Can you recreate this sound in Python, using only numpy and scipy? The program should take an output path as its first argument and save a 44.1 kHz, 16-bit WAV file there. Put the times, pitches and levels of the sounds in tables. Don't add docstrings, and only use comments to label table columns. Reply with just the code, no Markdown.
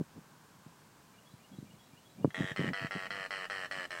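import sys
import numpy as np
from scipy import signal
from scipy.fft import rfft, irfft
from scipy.io import wavfile

SR = 44100
rng = np.random.default_rng(int(sys.argv[2]) if len(sys.argv) > 2 else 0)


def pcm_store(signal):
    levels = np.round(np.clip(np.atleast_2d(signal), -1, 1) * 32767)
    wavfile.write(sys.argv[1], SR, levels.astype(np.int16).T)


N = 176400
T = np.arange(N) / SR


def undb(db):
    return 10 ** (np.asarray(db) / 20)


def curve(points, hz):
    points_hz, db = np.array(points).T
    return np.interp(np.log(hz + 1), np.log(points_hz), db)


def noise(points):
    hz = np.arange(N // 2 + 1) * SR / N
    x = irfft(rfft(rng.standard_normal(N)) * undb(curve(points, hz)), N)
    return x / x.std()


def minimum_phase(db):
    cepstrum = irfft(db * np.log(10) / 20)
    half = len(cepstrum) // 2
    cepstrum[1:half] *= 2
    cepstrum[half + 1:] = 0
    return irfft(np.exp(rfft(cepstrum)))


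def add(out, at_s, x):
    i = max(int(at_s * SR), 0)
    out[i:i + len(x)] += x[:max(len(out) - i, 0)]


def burst(decay_s, size=12000):
    fade = np.exp(-T[:size] / decay_s)
    spectrum = rfft(rng.standard_normal(size) * fade)
    x = irfft(spectrum / (np.abs(spectrum) + 1e-12), size) * np.minimum(8 * fade, 1)
    return x / np.linalg.norm(x)


def swell(middle_s, length_s):
    return np.cos(np.pi * np.clip((T - middle_s) / length_s, -.5, .5))


def air():
    # freq_hz, level_db
    hiss = [(25, -21), (50, -17), (90, -6), (160, 2.5), (300, -6.5), (500, -10), (1000, -10.5), (2000, -17),
            (4000, -20), (8000, -21), (10500, -26.5), (15500, -27)]
    rushing = [(300, -29), (700, -10), (1050, 4), (1300, -6), (1580, 1), (2100, -22), (5000, -57)]
    return undb(-61) * noise(hiss) + undb(-67.5) * noise(rushing) * swell(middle_s=.43, length_s=2.6)


def songbird():
    phrases = [1.126, 1.388, 1.654, 1.917, 2.173]
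    # offset_s, length_s, pitch_hz, rise_share, level_db
    notes = [(0, 0.043, 2380, 0.06, -71), (0.039, 0.041, 2874, 0.134, -65.5),
             (0.126, .04, 3310, .03, -65.5), (.17, 0.039, 3920, 0.07, -69)]
    out = np.zeros(N)
    for start_s in phrases:
        for offset_s, length_s, pitch_hz, rise, db in notes:
            progress = np.arange(int(length_s * SR)) / (length_s * SR)
            detune = .0073 * rng.standard_normal()
            flutter = .07 * rng.standard_normal(len(progress))
            hz = pitch_hz * (1 + rise * (progress - .5) + detune + flutter)
            whistle = np.sin(2 * np.pi * np.cumsum(hz) / SR)
            add(out, start_s + offset_s, undb(db) * np.sin(np.pi * progress) * whistle)
    return undb(-.5) * out + signal.fftconvolve(out, burst(decay_s=.04))[:N]


def finger_knocks():
    # freq_hz, width_hz, level_db
    modes = [(112, 20, -18), (154.6, 36, -2.5), (274.4, 180, 0), (450, 46, -11), (990, 296, -9)]
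    # start_s, level_db, cutoff_hz
    knocks = [(.010, -10, 395), (.178, -18.5, 240), (0.663, -21.5, 213), (1.337, -18.5, 145),
              (1.585, -14, 215), (1.626, -19, 267), (1.933, -26, 210), (2.246, 1, 650), (2.253, -5.5, 540),
              (2.275, -6, 206), (2.405, -5, 310), (2.442, -12, 260), (2.513, -11, 175), (2.593, -8.5, 410),
              (2.613, -9, 327), (2.643, -11.5, 520), (2.664, -14, 228), (2.845, -8.5, 224),
              (2.961, -11, 302)]
    out, t = np.zeros(N), T[:SR // 10]
    body = sum(undb(db) * width_hz * np.exp(-np.pi * width_hz * t) * np.cos(2 * np.pi * hz * t)
               for hz, width_hz, db in modes)
    body = signal.sosfilt(signal.butter(4, 95, "high", fs=SR, output="sos"), body)
    body /= np.abs(body).max()
    for start_s, db, cutoff_hz in knocks:
        softness = signal.butter(3, cutoff_hz, fs=SR, output="sos")
        add(out, start_s, undb(db) * signal.sosfilt(softness, body))
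    return undb(-4) * out


def finger_rubs():
    # freq_hz, level_db
    friction = [(35, -38), (65, -23.5), (110, -6), (190, 4.5), (300, -11.5), (500, -18), (800, -23),
                (2000, -63.5)]
    # middle_s, length_s, level_db
    rubs = [(.008, 0.046, -36), (0.172, 0.066, -47), (1.533, 0.066, -53.5), (1.622, 0.15, -56),
            (1.729, 0.13, -57.5), (2.233, 0.16, -45.5), (2.411, 0.086, -32.5), (2.614, 0.08, -33.5),
            (2.693, 0.087, -34), (2.825, 0.047, -42.5), (2.966, 0.033, -34), (3.13, 0.23, -55.5),
            (3.787, 0.055, -55.5)]
    envelope = sum(undb(db) * swell(middle_s, length_s) for middle_s, length_s, db in rubs)
    return undb(-.5) * noise(friction) * envelope


def click(age_s, ring_hz, opening, echo_ms, accent, treble_db):
    # freq_hz, level_db
    shut_beak = [(100, -32), (400, 1.5), (700, -4), (1400, -8.5), (1950, 1), (2350, -8), (2850, -13.5),
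                 (3350, 0), (3750, -3.5), (4200, -32), (5300, -23), (6550, -17.5), (7600, -19.5),
                 (9500, -27.5), (15000, -43)]
    open_beak = [(100, -33.5), (330, -7), (560, -1.5), (1000, -3.5), (1500, 1), (2000, 2), (2450, -7),
                 (3000, -0.5), (3250, -11), (3600, -29), (3900, -19), (4200, -9.5), (4600, -15.5),
                 (5400, -18), (6100, -26.5), (6900, -32.5), (7600, -22.5), (9000, -28), (10500, -40.5),
                 (15000, -54)]
    # centre_hz, width_hz, gain_db
    bite = [(1510, 310, 5.5), (4100, 280, 14), (5300, 230, 8)]
    size, ring_width_hz, smear_s, rasp_hz = 2048, 120, .0026, 4850
    hz = np.fft.rfftfreq(size, 1 / SR)
    tension = np.exp(-age_s / .065) - np.exp(-1)
    centre_hz = ring_hz * (1 + .09 * tension)
    scaled_hz = hz / (1 + .05 * tension)

    ring_gain = undb(4 + 7 * (1 - opening))
    throat_db = 10 * np.log10(1 + ring_gain ** 2 / (1 + (2 * (hz - centre_hz) / ring_width_hz) ** 2))
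    beak_db = (1 - opening) * curve(shut_beak, scaled_hz) + opening * curve(open_beak, scaled_hz)
    shelf_db = treble_db * np.tanh((hz / 5900) ** 4)
    bite_db = accent * sum(db * np.exp(-((hz - band_hz) / width_hz) ** 2)
                           for band_hz, width_hz, db in bite)
    uneven_db = 1.3 * np.interp(hz, np.linspace(0, SR / 2, 40), rng.standard_normal(40))
    tract = minimum_phase(throat_db + beak_db + shelf_db + bite_db + uneven_db)

    delay_s = smear_s * np.tanh(hz / 2640) ** 2
    snap = np.exp(-2j * np.pi * np.cumsum(delay_s) * hz[1])
    rasp = rfft(burst(decay_s=.0043, size=size))
    rasp_gain = undb(-14.5) + (hz / rasp_hz) ** 3
    source = (snap + rasp_gain * rasp) / np.hypot(1, rasp_gain)
    windpipe = 1 / (1 - undb(-9.5) * np.exp(-2j * np.pi * scaled_hz * echo_ms / 1000))
    return irfft(rfft(tract) * source * windpipe)


def water_bird():
    # start_s, length_s, first_rate_hz, last_rate_hz, level_db, ring_hz, opening_share, echo_ms
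    croaks = [(2.305, 0.0046, 92, 93, -12, 1670, 0.36, 1.55),
              (2.3446, 0.18, 91.86, 94.4, 0.4, 1770, 0.23, 1.564),
              (2.5617, 0.13, 99.44, 89.6, 0, 1965, 0.67, 1.67),
              (2.733, 0.14, 98.6, 93.2, -1, 1814, 0.98, 1.58),
              (2.909, 0.16, 98.2, 92.05, -1.5, 1830, 0.96, 1.55),
              (3.1054, .161, 100.5, 92, -1.5, 1860, 1, 1.61),
              (3.3067, .154, 99.45, 90.36, -1, 1880, 0.99, 1.627),
              (3.499, .162, 100.7, 87.9, -1, 1760, 0.96, 1.61),
              (3.7116, 0.15, 97.5, 86.44, -0.85, 1780, 0.85, 1.64),
              (3.9061, 0.11, 91.9, 77.8, -2.5, 1720, 0.75, 1.74)]
    jitter_s, spread_db, accent_db, accent_s = .00006, .35, 1.5, .026
    treble_db_per_s, neutral_at_s = 4.5, 2.909
    out = np.zeros(N)
    for start_s, length_s, first_hz, last_hz, db, ring_hz, opening, echo_ms in croaks:
        call, age_s = np.zeros(SR // 2), 0.
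        treble_db = treble_db_per_s * (start_s - neutral_at_s)
        for late, loud in rng.standard_normal((22, 2)):
            accent = opening * np.exp(-age_s / accent_s)
            pulse = click(age_s, ring_hz, opening, echo_ms, accent, treble_db)
            if age_s < length_s:
                gain = undb(db + accent_db * accent + spread_db * loud)
                add(call, age_s + jitter_s * late, gain * pulse)
            age_s += 1 / np.interp(age_s, [0, length_s], [first_hz, last_hz])
        near_scatter = undb(-5) * burst(decay_s=.0095)
        far_scatter = undb(-16.5) * burst(decay_s=.044)
        add(out, start_s, call)
        add(out, start_s + .003, signal.fftconvolve(call, near_scatter + far_scatter))
    return undb(-6.5) * out


def scene():
    return (water_bird() + finger_knocks() + finger_rubs() + songbird() + air())[None]


def record(dry):
    cutoff_hz = 15830
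    return signal.sosfilt(signal.ellip(10, .1, 60, cutoff_hz, fs=SR, output="sos"), dry)


dry = scene()
out = record(dry)
pcm_store(out)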